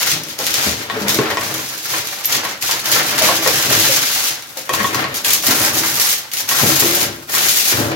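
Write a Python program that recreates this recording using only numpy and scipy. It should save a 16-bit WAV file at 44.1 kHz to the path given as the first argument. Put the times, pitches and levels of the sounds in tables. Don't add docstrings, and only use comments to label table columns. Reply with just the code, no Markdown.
import sys
import numpy as np
from scipy import signal
from scipy.fft import rfft, irfft
from scipy.io import wavfile
from scipy.ndimage import uniform_filter1d

SR = 44100
rng = np.random.default_rng(int(sys.argv[2]) if len(sys.argv) > 2 else 0)


def materialize(psi):
    bounded = np.clip(np.atleast_2d(psi).T, -1, 1)
    quanta = np.round(bounded * 32767).astype(np.int16)
    wavfile.write(sys.argv[1], SR, quanta)


N = 350595
TIME = np.arange(N) / SR

# t/s, lag of the left ear/ms
FOIL_PLACE = [(0, -0.05), (.7, -0.31), (1.7, 0.094), (4.3, 0.1), (4.7, -0.41), (5.6, .09), (6.3, 0.11),
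              (6.7, -0.27)]
# start t/s, length/s, fine creasing level/dB, panel flexing level/dB
HAND_STROKES = [(-.04, 0.031, -13, -23), (.05, 0.085, -20.5, -27.5), (0.253, 0.026, -26, -36.5),
                (0.377, 0.12, -21, -27.5), (.53, .16, -18.5, -28), (0.688, 0.13, -26.5, -28),
                (.89, 0.52, -33, -26), (1.067, 0.091, -21, -39), (1.37, 0.24, -25.5, -29.5),
                (1.614, 0.64, -27, -35.5), (1.876, 0.095, -20.5, -25.5), (2.264, 0.086, -21.5, -25.5),
                (2.418, 0.043, -23.5, -28), (2.601, 0.14, -20, -27.5), (2.823, 0.55, -20.5, -23),
                (2.902, 0.048, -14, -19), (3.204, 0.081, -18, -20), (3.4, 0.24, -17.5, -23),
                (3.675, .29, -14, -23), (3.999, 0.28, -18, -30.5), (4.414, 0.2, -38.5, -38),
                (4.556, 0.029, -29.5, -37), (4.7, 0.2, -27.5, -27), (4.908, 0.098, -29, -22),
                (5.119, 0.067, -27.5, -30), (5.235, 0.11, -17, -31), (5.421, 0.26, -18.5, -22.5),
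                (5.72, .27, -20.5, -25), (5.988, .13, -16.5, -32), (6.31, 0.097, -25.5, -33.5),
                (6.473, 0.54, -18.5, -24.5), (7.27, 0.055, -26, -28), (7.316, 0.12, -19, -23.5),
                (7.4, .32, -17, -30), (7.703, 0.14, -25, -23.5)]
# f/Hz, density level/dB
CREASE_SPECTRUM = [(200, -24), (800, -21), (2000, -3), (3500, -0.5), (6700, 0.5), (8000, -7), (10000, -5.5),
                   (12300, -2.5), (14500, -6.5)]
# f/Hz, density level/dB
PANEL_SPECTRUM = [(80, -29.5), (250, -13.5), (550, -0.5), (1800, 4), (3000, -3), (6000, -12), (16000, -55)]
# f/Hz, density level/dB
SHEET_SPECTRUM = [(25, -31), (50, -24), (85, 0.5), (200, -2.5), (450, 3.5), (800, 1.5), (2000, -6.5),
                  (8000, -42)]
# f/Hz, bandwidth/Hz, gain/dB
PANEL_MODES = [(1115, 65, -6), (1860, 230, -1), (2450, 120, -5.5), (3150, 140, -12.5)]


def undb(db):
    return 10 ** (np.asarray(db) / 20)


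def unit(x):
    return x / np.sqrt(np.mean(x ** 2))


def curve(rows, at=TIME):
    return np.interp(at, *np.transpose(rows))


def fade(t, t60):
    return np.exp(-np.log(1000) * t / t60)


def log_curve(rows, hz):
    f, value = np.transpose(rows)
    return np.interp(np.log(hz + 1), np.log(f), value)


def ring(x, response):
    return signal.oaconvolve(x, response, axes=-1)[:, :x.shape[-1]]


def colour(x, spectrum):
    size = 4096
    gain = undb(log_curve(spectrum, np.fft.rfftfreq(size, 1 / SR)))
    cepstrum = irfft(np.log(gain))
    cepstrum[1:size // 2] *= 2
    cepstrum[size // 2 + 1:] = 0
    response = irfft(np.exp(rfft(cepstrum)))
    return ring(x, response[None])


def resonance(x, hz, width_hz):
    return signal.lfilter(*signal.iirpeak(hz, hz / width_hz, fs=SR), x)


def body(x, modes):
    return sum(undb(db) * resonance(x, hz, width) for hz, width, db in modes)


def stereo_noise(size, apart):
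    apart = np.clip(apart, 0, 1)
    shared = np.sqrt(1 - apart) * rng.standard_normal(size)
    return shared + np.sqrt(apart) * rng.standard_normal((2, size))


def burst(envelope, apart):
    return stereo_noise(len(envelope), apart) * envelope


def struck(x, db, first_s):
    onset = x[:, :int(first_s * SR)]
    return x / onset.std() * undb(db)


def add(out, s, sound):
    start = max(int(s * SR), 0)
    out[:, start:start + sound.shape[1]] += sound[:, :N - start]


def kitchen(x, wet_db=-5, early_db=-7):
    # f/Hz, t60/s
    decay_times = [(100, 0.53), (1500, 0.32), (4000, 0.48), (8000, 0.25), (14000, 0.11)]
    t = np.arange(2 ** 14) / SR
    hz = np.fft.rfftfreq(len(t), 1 / SR)
    mid, side = rfft(rng.standard_normal((2, len(t))))
    width = np.minimum(hz / 1500, 1)
    field = (mid + np.array([[1], [-1]]) * width * side) / np.sqrt(1 + width ** 2)
    centres, t60s = np.transpose(decay_times)
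    tail = 0
    for band, t60 in zip(np.eye(len(t60s)), t60s):
        weight = log_curve(np.c_[centres, band], hz)
        tail = tail + irfft(field * weight) * fade(t, t60)
    tail = tail * (t > .003)
    early = tail * fade(t, 0.26)
    response = (undb(wet_db) * unit(tail) + undb(early_db) * unit(early)) / np.sqrt(len(t))
    return x + ring(x, response)


def jerks(per_s, t60):
    slips = (rng.random(N) < per_s / SR) * rng.random(N)
    swell = np.sqrt(signal.lfilter([1], [1, -fade(1 / SR, t60)], slips))
    return unit(swell - swell.mean())


def effort(moves, attack_s, t60):
    power = np.zeros(N)
    for s, length_s, db in moves:
        t = TIME[max(int(s * SR), 0):] - s
        attack = np.clip(t / attack_s, 0, 1)
        settling = fade(np.maximum(t - length_s, 0), t60)
        power[N - len(t):] += (undb(db) * attack * settling) ** 2
    return power


def creasing_db():
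    moves = [(s, length_s, db) for s, length_s, db, _ in HAND_STROKES]
    held_power = undb(-45) ** 2
    return 10 * np.log10(effort(moves, attack_s=0.025, t60=0.33) + held_power)


def flexing_db():
    moves = [(s, length_s, db) for s, length_s, _, db in HAND_STROKES]
    held_power = undb(-47) ** 2
    return 10 * np.log10(effort(moves, attack_s=0.025, t60=0.63) + held_power)


def drumming_db():
    # start t/s, length/s, drumming level/dB
    palm_presses = [(.1, 0.065, -30), (.39, 0.28, -33.5), (.63, 0.05, -24), (.9, 0.42, -24.5),
                    (1.3, 0.19, -28.5), (2.3, 0.061, -28.5), (3.1, 0.55, -31), (3.63, 0.15, -23),
                    (4.7, 0.31, -25.5), (5.06, 0.73, -35), (5.47, 0.3, -27), (6.6, 0.065, -20),
                    (6.8, 0.22, -24.5), (7.71, .15, -17.5)]
    palm_power = effort(palm_presses, attack_s=0.034, t60=0.73)
    sheet_power = undb(flexing_db() - 8) ** 2
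    return 10 * np.log10(palm_power + sheet_power)


def crackle(level_db, spectrum, per_s, spread_db, max_gap_s, t60, patchy_db, apart, count=5):
    out = np.zeros((2, N))
    hz = np.geomspace(25, 16000, 80)
    for _ in range(count):
        own = np.random.default_rng(rng.integers(2 ** 31))
        chance = own.random((int(per_s * N / SR / count), 9))
        s = chance[:, :1] * N / SR + max_gap_s * np.cumsum(chance[:, 2:6], axis=1)
        strength = undb(-spread_db * np.log(np.maximum(chance[:, 1:2], .025)))
        push = strength * np.c_[np.ones(len(s)), chance[:, 6:] ** 2]
        energy = np.bincount((s * SR).astype(int).ravel() % N, push.ravel() ** 2, N)
        ringing = signal.lfilter([1], [1, -fade(2 / SR, t60)], energy + 1e-12)
        envelope = unit(np.sqrt(ringing))
        left, right = burst(envelope * undb(level_db), apart)
        heard_at = np.rint((TIME - curve(FOIL_PLACE) / 1000) * SR)
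        left = np.interp(heard_at, np.arange(N), left)
        hills = uniform_filter1d(rng.standard_normal(len(hz)), size=4) * 2
        shape_db = log_curve(spectrum, hz) + patchy_db * hills
        shape_db -= 10 * np.log10(np.sum(undb(shape_db) ** 2 * np.gradient(hz)) * 2 / SR)
        out += kitchen(colour(np.array([left, right]), np.c_[hz, shape_db]))
    return out / np.sqrt(count)


def creases(surge_db):
    # t/s, top treble relative to the lower treble/dB
    tightness = [(.6, 0.5), (1.0, 0.5), (1.1, 5), (1.4, 3), (2.6, 2), (3.3, 2), (3.9, 2.5), (5.3, 6)]
    level_db = creasing_db() + surge_db
    dense = np.clip(.48 + .025 * (level_db + 22), .25, .7)
    ticks = crackle(level_db + 10 * np.log10(1 - dense), CREASE_SPECTRUM, per_s=95, spread_db=4.0,
                    max_gap_s=.005, t60=0.021, patchy_db=1.5, apart=0.75)
    rustle = crackle(level_db + 10 * np.log10(dense), CREASE_SPECTRUM, per_s=750, spread_db=0.0,
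                     max_gap_s=.004, t60=0.012, patchy_db=-0.5, apart=0.97)
    sound = ticks + rustle
    high_pass = signal.butter(2, 7500, "high", fs=SR, output="sos")
    top = signal.sosfiltfilt(high_pass, sound)
    return sound + top * (undb(curve(tightness)) - 1)


def panels(surge_db):
    rattle = crackle(flexing_db() + surge_db, PANEL_SPECTRUM, per_s=240, spread_db=4.0,
                     max_gap_s=.008, t60=0.044, patchy_db=2.0, apart=0.3)
    return rattle + undb(-16.5) * body(rattle, PANEL_MODES)


def drumming(surge_db):
    # f/Hz, bandwidth/Hz, gain/dB
    tray_modes = [(76, 8.9, -1), (108, 11, -1), (140, 16, 2.5), (201, 32, 1), (255, 36, 1), (315.5, 12, -1),
                  (441, 47, -12.5), (565, 22, -0.5)]
    patter = crackle(drumming_db() + surge_db / 2, SHEET_SPECTRUM, per_s=240, spread_db=1.1,
                     max_gap_s=.012, t60=0.017, patchy_db=2.0, apart=0.027, count=3)
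    return body(patter, tray_modes) + undb(-9) * patter


def hush():
    # f/Hz, density level/dB
    hush_spectrum = [(25, -27), (100, 13), (400, 2), (16000, 1)]
    noise = colour(stereo_noise(N, apart=0.67), hush_spectrum)
    return unit(noise) * undb(-41.5)


def snaps():
    # t/s, onset level/dB
    snap_events = [(0.093, -22), (0.1162, -9.5), (.235, -20), (.389, -14.5), (0.4667, -10.5),
                   (0.5405, -8.5), (1.0828, -9), (1.411, -20), (2.246, -13.5), (2.3249, -9), (2.45, -17),
                   (2.6242, -11.5), (2.7112, -9), (3.0774, -24), (3.475, -5.5), (4.423, -25), (4.573, -21),
                   (4.6926, -19), (4.7362, -12), (4.9454, -13), (5.142, -17.5), (5.247, -8.5), (5.445, -20),
                   (6.3155, -21), (6.4897, -9)]
    out, t = np.zeros((2, N)), np.arange(SR // 5) / SR
    for s, db in snap_events:
        clicks = rng.random((1, len(t))) < 900 / SR
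        followers = ring(clicks, fade(t, 0.0055)[None])[0]
        envelope = fade(t, .016) + .4 * followers * fade(t, 0.049)
        snap = colour(burst(envelope, apart=.7), CREASE_SPECTRUM)
        add(out, s, struck(snap, db, first_s=.004))
    return kitchen(out)


def hums():
    # t/s, pitch f/Hz, level/dB, t60/s
    plucked_spans = [(0.13, 159, -23.5, 0.5), (0.669, 80.5, -20, 0.33), (.965, 436, -14.5, 0.21),
                     (1.01, 201, -16, 0.42), (3.215, 610, -10.5, 0.22), (3.89, 524, -14.5, 0.28),
                     (4.8, 205, -18, 0.31), (6.612, 158, -17, 0.25), (6.817, 343, -16, 1),
                     (7.78, 108.6, -23, 0.77)]
    out, t = np.zeros((2, N)), np.arange(SR // 2) / SR
    for s, hz, db, t60 in plucked_spans:
        waver = unit(uniform_filter1d(rng.standard_normal(len(t)), size=900))
        pitch_hz = hz * (1 + 0.027 * fade(t, 0.061) + 0.02 * waver)
        phase = 2 * np.pi * np.cumsum(pitch_hz) / SR
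        envelope = fade(t, t60) * (1 - fade(t, 0.028))
        tone = np.sin(phase) * envelope * undb(db + 2 * waver)
        add(out, s, np.array([tone, tone]))
    return out


def slaps():
    # t/s, blow level/dB (before each part's offset), centre f/Hz
    slap_events = [(0.392, -20.5, 580), (0.661, -17, 200), (1.188, -7.5, 280), (1.223, -19.5, 293),
                   (3.289, -12.5, 624), (3.459, -11.5, 620), (3.707, -16, 400), (4.568, -26, 616),
                   (4.697, -20.5, 545), (5.484, -14, 207), (6.632, -10.5, 186), (6.824, -14, 347),
                   (7.722, -22, 333)]
    out, t = np.zeros((2, N)), np.arange(SR // 3) / SR
    for s, db, hz in slap_events:
        contact = burst(fade(t, 0.083), apart=0.073)
        thud = resonance(colour(contact, SHEET_SPECTRUM), hz, 0.63 * hz)
        rattle = colour(contact * fade(t, 0.054), PANEL_SPECTRUM)
        slap = struck(thud, db - 6.5, first_s=0.032) + struck(rattle, db - 15.0, first_s=0.031)
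        add(out, s, slap)
    return kitchen(out)


def pops():
    # t/s, onset level/dB
    pop_events = [(0.899, -15), (1.188, -15.5), (1.234, -19), (1.257, -20), (1.304, -18), (1.371, -12),
                  (2.344, -20), (2.451, -18), (3.288, -11.5), (3.462, -11.5), (3.716, -16.5),
                  (4.693, -12.5), (4.738, -13.5), (4.803, -14), (4.844, -11), (4.946, -15.5),
                  (5.042, -16.5), (6.513, -14.5), (6.823, -15.5), (7.34, -17.5)]
    # f/Hz, density level/dB
    pop_spectrum = [(80, -10.5), (400, -3), (1100, 6), (2200, -3), (4000, -3), (16000, -25)]
    out, t = np.zeros((2, N)), np.arange(SR // 8) / SR
    for s, db in pop_events:
        envelope = fade(t, 0.011) + undb(-25) * fade(t, 0.11)
        knock = colour(burst(envelope, apart=0.19), pop_spectrum)
        pop = knock + undb(12) * body(knock, PANEL_MODES)
        add(out, s, struck(pop, db, first_s=.005))
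    return kitchen(out)


def squeak(s=2.2535, hz=12400, width_hz=750, db=-12, rise_s=0.002):
    out, t = np.zeros((2, N)), np.arange(SR // 20) / SR
    slip = burst(t * np.exp(-t / rise_s), apart=0.27)
    narrow = resonance(resonance(slip, hz, width_hz), hz, 2 * width_hz)
    add(out, s, struck(narrow, db, first_s=0.016))
    return kitchen(out)


def scene():
    surge_db = 1.06 * jerks(per_s=44, t60=0.022)
    foil = creases(surge_db) + panels(surge_db) + drumming(surge_db)
    foil = foil + snaps() + hums() + slaps() + pops() + squeak()
    left_db = 1.28 - 3.5 * curve(FOIL_PLACE)
    foil_db = -2.69
    return foil * undb(np.array([left_db, -left_db]) / 2 + foil_db) + hush()


def record(dry):
    low_pass = signal.ellip(10, .2, 70, 15900, fs=SR, output="sos")
    return signal.sosfilt(low_pass, np.clip(dry, -1, 1))


dry = scene()
out = record(dry)
materialize(out)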